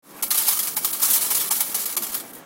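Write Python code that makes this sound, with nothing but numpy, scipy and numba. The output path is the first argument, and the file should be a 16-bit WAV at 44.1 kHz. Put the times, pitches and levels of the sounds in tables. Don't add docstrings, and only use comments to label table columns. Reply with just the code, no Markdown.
import sys
import numpy as np
from scipy import signal
from scipy.fft import rfft, irfft
from scipy.io import wavfile
from numba import njit

SR = 44100
rng = np.random.default_rng(int(sys.argv[2]) if len(sys.argv) > 2 else 0)


def bounce(signal):
    frames = np.transpose(np.atleast_2d(signal))
    limited = np.clip(frames, -1, 1)
    pcm = np.round(limited * 32767).astype(np.int16)
    wavfile.write(sys.argv[1], SR, pcm)


def ratio_of_db(decibels):
    return 10 ** (np.asarray(decibels, float) / 20)


N = 108045


def curve_db(table, hz):
    table = np.array(table, float)
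    return np.interp(np.log(hz), np.log(table[:, 0]), table[:, 1])


def samples(seconds):
    return (seconds * SR).astype(np.int64).ravel()


@njit
def ring(start, hz, t60, size, count):
    y = np.zeros(count)
    for k in range(len(start)):
        turn = np.exp(2j * np.pi * hz[k] / SR - np.log(1000) / (t60[k] * SR))
        z = size[k] + 0j
        for i in range(start[k], min(count, start[k] + int(t60[k] * SR * 0.7))):
            y[i] += z.imag
            z *= turn
    return y


def scatter(shape):
    size = ratio_of_db(1.5 * np.minimum(rng.exponential(size=shape), 4))
    return size / np.sqrt(np.mean(size ** 2, axis=-1, keepdims=True))


# t/s, peak level/dB, tray level/dB, spread/s
HANDFULS = [(0.2243, -7.5, -18, 0.012), (0.3048, -6, -20, 0.015), (0.312, -11, -17, 0.012),
            (.343, -9, -14, 0.015), (0.373, -6.5, -28, 0.017), (.384, -12, -22, 0.012),
            (.45, -16, -24, .025), (.468, -9.5, -16, 0.019), (0.4816, -5, -20, 0.011),
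            (.507, -12, -24, 0.011), (0.5895, -7, -30, 0.0085), (.6291, -12, -39, 0.0057),
            (.648, -18.5, -35, 0.0084), (0.6707, -11.5, -19, 0.015), (0.765, -8.5, -11, 0.013),
            (0.8452, -4.5, -18.5, 0.0089), (0.9262, -17.5, -15, 0.014), (1.017, -9, -23, .016),
            (1.027, -4, -20, 0.01), (1.0454, -6.5, -21, 0.018), (1.082, -11, -41, 0.02),
            (1.1, -6.5, -43, 0.021), (1.1323, -4.5, -36, 0.017), (1.1548, -6.5, -22, 0.015),
            (1.2087, -11.5, -18, 0.024), (1.246, -35, -5, 0.012),
            (1.303, -8, -14, .02), (1.346, -7.5, -24, 0.014), (1.367, -9.5, -49, 0.013),
                 (1.3974, -10, -19, 0.019), (1.44, -17, -32, 0.013), (1.5074, -5, -16, .011),
                 (1.52, -8.5, -25, 0.011), (1.555, -16, -35, 0.011), (1.6033, -5.5, -18.5, 0.0092),
                 (1.695, -39, -26, 0.014), (1.744, -6.5, -28, 0.0098), (1.792, -15, -23, 0.021),
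                 (1.836, -25, -28, .011), (1.8566, -10, -24, 0.0068), (1.8943, -18.5, -10, .009),
                 (1.924, -15.5, -26, 0.0064), (1.966, -5.5, -13.5, 0.0082), (2.0205, -13, -22, 0.0083),
                 (2.03, -14.5, -31, .018), (2.066, -16, -22, 0.0066), (2.104, -27, -23, 0.0095),
                 (2.119, -20.5, -28, 0.019), (2.1438, -8.5, -15.5, 0.007), (2.165, -23.5, -26, 0.022),
                 (2.198, -19.5, -18, 0.0077)]
LAND_DB, TRAY_DB = -11, 15
SOFT_TILT_DB = 0.16
RUN_SHAPE = 0.75


def handfuls(count=55):
    s, db, tray_db, spread = np.array(HANDFULS, float).T
    shape = (len(s), count)
    order = (np.arange(count) + rng.random(shape)) / (count + 0.5)
    delay = 0.65 * (-np.log(1 - order)) ** RUN_SHAPE
    when = s[:, None] + spread[:, None] * delay
    peak = ratio_of_db(db + LAND_DB) * np.sqrt(spread / 0.012)
    size = peak[:, None] * scatter(shape) / 2
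    tilt_db = np.repeat(SOFT_TILT_DB * (db + 8), count)[:, None]
    coins = contacts(when.ravel(), size.ravel(), tilt_db)
    blow = size * ratio_of_db(tray_db + TRAY_DB)[:, None] / 4
    return coins + tray(when[:, 1::4].ravel(), blow[:, 1::4].ravel())


# f/Hz, level/dB
COIN_TONE = [(530, -40), (900, -14.5), (1240, -8.5), (1540, -15), (2680, -14.5), (3090, -9.5), (8170, -5),
             (11000, 0.5), (15800, -2.5)]
# f/Hz, level/dB
COIN_NOTES = [(9076, -52), (9905, -51), (10680, -48), (11256, -48), (13281, -48), (14217, -50),
              (15655, -51)]
CRACK_T60_S, RING_T60_S, T60_SPREAD = 0.0063, 0.063, 0.37
RING_DB, NOTE_DB, DETUNE = -7, -44, 0.0068


def contacts(when, size, tilt_db=0):
    u = rng.random((len(when), 7))
    g = rng.standard_normal((len(when), 7))
    hz = 900 + 15000 * u
    notes = np.array(COIN_NOTES)
    pick = (u[:, -1] * len(notes)).astype(int)
    hz[:, -1] = notes[pick, 0] * (1 + DETUNE * g[:, 0])
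    kind = np.arange(7) // 3
    t60 = np.where(kind > 0, RING_T60_S, CRACK_T60_S) * np.exp(T60_SPREAD * np.clip(g, -2, 2))
    db = curve_db(COIN_TONE, hz) + np.array([0, RING_DB, NOTE_DB])[kind]
    db = db + tilt_db * np.log2(hz / 8000)
    gain = size[:, None] * ratio_of_db(db) * np.sign(g) / np.sqrt(t60 / np.median(t60, axis=0))
    start = np.repeat(samples(when), 7)
    return ring(start, np.minimum(hz, 0.45 * SR).ravel(), t60.ravel(), gain.ravel(), N)


# f/Hz, width/Hz, level/dB
TRAY_NOTES = [(868, 71, -6.5), (1220, 310, 2), (1706, 41, -14.5), (2245, 118, -4), (3010, 125, -8.5),
              (4140, 230, -3)]


def tray(when, size):
    hz, width, db = np.array(TRAY_NOTES, float).T
    g = rng.standard_normal((len(when), len(hz), 2))
    start = np.repeat(samples(when), len(hz))
    pitch = hz * (1 + 0.019 * g[..., 0])
    t60 = np.tile(np.clip(3.5 / width, 0.012, 0.06), len(when))
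    gain = size[:, None] * ratio_of_db(db) * g[..., 1]
    return ring(start, pitch.ravel(), t60, gain.ravel(), N)


# t/s, peak level/dB
HARD_CRACKS = [(0.2281, -4), (0.5917, -7), (0.7834, -16), (1.0275, 4), (1.6051, -18), (1.7346, -4),
               (1.7472, -2), (1.8426, -21), (1.8575, -22), (2.068, -19), (2.1089, -28), (2.1271, -22),
               (2.2003, -23)]
CRACK_DB = -35


def cracks(count=8):
    s, db = np.array(HARD_CRACKS, float).T
    return contacts(np.repeat(s, count), np.repeat(ratio_of_db(db + CRACK_DB), count))


# t/s, level/dB, spread/s
LIGHT_TICKS = [(.5905, -14, .004), (.769, -19, .004), (0.9279, -15.5, .012), (1.019, -14, .006),
               (1.856, -17, 0.0036), (2.177, -23, 0.0063), (2.238, -45, .004), (2.26, -46, .004),
               (2.29, -36, 0.0036), (2.307, -37, 0.0053), (2.3334, -31.5, 0.0036), (2.35, -29, 0.0031),
               (2.356, -36, 0.0065), (2.375, -38, 0.0047), (2.385, -35.5, .006)]
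TICK_DB, TICK_TILT_DB = -14.5, 6


def ticks(count=16):
    s, db, spread = np.array(LIGHT_TICKS, float).T
    when = s[:, None] + spread[:, None] * rng.random((len(s), count)) ** 2
    return contacts(when.ravel(), np.repeat(ratio_of_db(db + TICK_DB), count), TICK_TILT_DB)


# t/s, peak level/dB, f/Hz of the panel
HEAVY_BLOWS = [(0.227, -24, 883), (0.305, -31, 1200), (0.351, -36, 890), (0.481, -19.5, 870),
               (0.766, -37, 874), (.769, -37, 1160), (0.846, -30, 1220), (.848, -33, 873),
               (1.033, -21.5, 1220), (1.157, -29, 856), (1.306, -19.5, 1120), (1.509, -20, 860),
               (1.515, -26, 1195), (1.607, -27, 870), (1.744, -26, 1110), (1.969, -22, 1220),
               (1.745, -29, 825), (2.145, -36, 800), (2.142, -30, 1196), (2.239, -25.5, 790)]
BLOW_DB, BLOW_T60_S, BLOW_SPREAD_S = -11.5, 0.045, 0.011


def blows(count=4):
    s, db, hz = np.array(HEAVY_BLOWS, float).T
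    u = rng.random((len(s), count, 2))
    start = samples(s[:, None] + BLOW_SPREAD_S * u[..., 0])
    pitch = hz[:, None] * (1 + 0.2 * (u[..., 1] - 0.5))
    t60 = np.full(len(start), BLOW_T60_S)
    return ring(start, pitch.ravel(), t60, np.repeat(ratio_of_db(db + BLOW_DB), count), N)


# t/s, level/dB
TRICKLE_FLOW = [(0.05, -41), (0.17, -42.5), (0.41, -20), (0.44, -21.5), (0.52, -19), (0.72, -29.5),
                (0.89, -26.5), (1.05, -25.5), (1.23, -22), (1.46, -25.5), (1.56, -22.5), (2.0, -30),
                (2.05, -34), (2.15, -28), (2.21, -41), (2.23, -42), (2.36, -40.5), (2.45, -71)]
TRICKLE_DB, TRICKLE_TRAY_DB, CLUMP_DB = -7, -29, 2


def trickle(count=5000):
    when = rng.random(count) * N / SR
    clump = np.interp(when, np.linspace(0, N / SR, 200), rng.standard_normal(200))
    flow_db = np.interp(when, *np.array(TRICKLE_FLOW).T)
    size = ratio_of_db(flow_db + TRICKLE_DB + CLUMP_DB * clump) * scatter(count)
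    return contacts(when, size) + tray(when[::4], size[::4] * ratio_of_db(TRICKLE_TRAY_DB + TRAY_DB))


# t/s, f/Hz, level/dB, t60/s
FREE_COINS = [(0.314, 4200, -15, 0.015), (0.6, 3300, -27, 0.054), (.630, 11250, -20, 0.095),
              (0.714, 13100, -35, 0.18), (.975, 10100, -39, 0.078), (.772, 15500, -31, .15),
              (0.931, 15600, -28, .12), (1.36, 10640, -29, .1), (1.42, 14040, -26, .08),
              (1.54, 11370, -24, 0.088), (1.654, 12550, -30, .12), (1.89, 9950, -43, .12),
              (1.299, 8400, -40, .1), (1.49, 10700, -25, 0.11),
              (0.349, 2920, -33, .06), (.38, 3840, -27, 0.055), (.38, 5800, -24, .06),
               (.483, 3860, -27, .07), (.485, 5030, -25, .06), (1.1, 4370, -40, .08),
               (1.16, 2430, -38, .08), (1.171, 4000, -32, .08), (1.19, 2950, -34, .08),
               (1.311, 3140, -38, .08), (1.351, 5920, -33, .08), (1.39, 3230, -37, 0.086),
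               (1.512, 6700, -25, 0.052), (1.605, 4715, -37, .08), (1.745, 3000, -35, .06),
               (1.78, 1680, -38, 0.092), (1.968, 7140, -33, .06), (2.03, 3060, -45, .08)]


def pings():
    s, hz, db, t60 = np.array(FREE_COINS).T
    return ring(samples(s), hz, t60, ratio_of_db(db), N)


# t/s, level/dB
TRAY_KNOCKS = [
    (.182, -44),
    (.191, -43),
    (.204, -47),
    (2.235, -45),
    (2.244, -48),
]
KNOCK_LOW_HZ, KNOCK_HIGH_HZ, KNOCK_T60_S = 800, 2570, 0.032


def knocks(count=30):
    s, db = np.array(TRAY_KNOCKS).T
    u = rng.random((len(s), count, 2))
    hz = KNOCK_LOW_HZ * (KNOCK_HIGH_HZ / KNOCK_LOW_HZ) ** u[..., 1]
    start = samples(s[:, None] + 0.012 * u[..., 0])
    t60 = np.full(len(start), KNOCK_T60_S)
    return ring(start, hz.ravel(), t60, np.repeat(ratio_of_db(db - 6.5), count), N)


# t/s, start f/Hz, end f/Hz, level/dB, length/s
FLOOR_BEND = (1.955, 395, 335, -40, .085)


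def flex():
    s, from_hz, to_hz, db, length = FLOOR_BEND
    u = np.clip((np.arange(N) / SR - s) / length, 0, 1)
    hz = to_hz + (from_hz - to_hz) * (1 - u) ** 2
    swell = np.sqrt(np.sin(np.pi * u) + 1e-18)
    return ratio_of_db(db) * swell * np.sin(2 * np.pi * np.cumsum(hz) / SR)


# t/s, level/dB
HAND_BUMPS = [(.06, -60), (.14, -55), (.25, -49), (.3, -49), (.59, -54), (.665, -57), (.85, -55),
              (.92, -52), (1.15, -60), (1.305, -43), (1.5, -56), (1.59, -53), (1.74, -51), (1.855, -58),
              (1.965, -51), (2.1, -46), (2.32, -60), (2.37, -56)]
THUMP_HZ, THUMP_T60_S = 45.5, 0.096


def thumps():
    s, db = np.array(HAND_BUMPS).T
    return ring(samples(s), np.full(len(s), THUMP_HZ), np.full(len(s), THUMP_T60_S), ratio_of_db(db), N)


ROOM_T60_S, ROOM_DB = 0.26, -11.5


def room(near):
    t = np.arange(SR // 2) / SR
    echo = rng.standard_normal(len(t)) * ratio_of_db(-60 * t / ROOM_T60_S) * (t > 0.004)
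    echo = echo / np.sqrt(np.sum(echo ** 2))
    return ratio_of_db(ROOM_DB) * signal.fftconvolve(near, echo)[:N]


# f/Hz, level/dB
SHOP_TONE = [(20, -46), (85, -26), (125, -4), (231, 3.5), (1120, -5), (1860, -9.5), (3730, -18.5),
             (13500, -23.5), (15000, -33)]
# t/s, level/dB
SHOP_SWELL = [
    (.02, 3),
    (.1, 2.5),
    (.35, -0.5),
    (.55, -3.5),
    (.8, -0.5),
    (1.3, 1.5),
    (1.6, 0),
    (2.0, 1),
    (2.45, 0.5),
]
SHOP_DB = -44


def shop():
    hz = np.maximum(np.arange(N // 2 + 1) * SR / N, 1)
    tone = ratio_of_db(curve_db(SHOP_TONE, hz))
    out = 0
    for mid in 30 * 2 ** np.arange(0, 9.2, 0.25):
        bell = np.exp(-(np.log2(hz / mid) / 0.15) ** 2)
        band = irfft(rfft(rng.standard_normal(N)) * tone * bell, N)
        flicker = np.interp(np.arange(N), np.linspace(0, N, 30), rng.standard_normal(30))
        out = out + band * ratio_of_db(2 * flicker)
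    swell_db = np.interp(np.arange(N) / SR, *np.array(SHOP_SWELL).T)
    return out / np.std(out) * ratio_of_db(SHOP_DB + swell_db)


def scene():
    near = handfuls() + cracks() + ticks() + blows() + trickle() + knocks()
    near = signal.sosfilt(signal.butter(2, 400, "high", fs=SR, output="sos"), near)
    return (near + room(near) + pings() + flex() + thumps() + shop())[None]


def roll_off(x):
    return signal.sosfilt(signal.butter(12, 16810, fs=SR, output="sos"), x)


# t/s, level/dB, half length/s, upper edge f/Hz
TREBLE_DROPOUTS = [
    (.2195, -35, .0028, 16000),
    (.292, -8, .011, 9000),
    (.756, -16, .005, 10000),
    (.922, -16, .006, 9500),
    (1.499, -22, .005, 16000),
    (1.737, -5, .008, 16000),
    (1.851, -9, .003, 16000),
    (1.961, -30, .0035, 16000),
    (2.115, -5, .004, 16000),
    (2.325, -9, .007, 16000),
]
FADE_START_S, FADE_IN_S, FADE_OUT_S, FADE_END_DB = 0.023, 0.15, 2.404, -9.5
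TOP_HZ = 15800


def record(dry):
    t, x = np.arange(N) / SR, dry
    for s, db, half, top_hz in TREBLE_DROPOUTS:
        band_pass = signal.butter(4, [1800, top_hz], "band", fs=SR, output="sos")
        treble = signal.sosfiltfilt(band_pass, dry)
        dip = ratio_of_db(db * np.exp(-((t - s) / half) ** 4))
        x = x - treble * (1 - dip)
    fade_in = np.clip((t - FADE_START_S) / FADE_IN_S, 0, 1) ** 0.95
    fade_out = ratio_of_db(FADE_END_DB * np.clip((t - FADE_OUT_S) / 0.16, 0, 1))
    top_cut = signal.ellip(10, 0.2, 70, TOP_HZ, fs=SR, output="sos")
    x = signal.sosfilt(top_cut, x * (fade_in * fade_out))
    return roll_off(x)


dry = scene()
out = record(dry)
bounce(out)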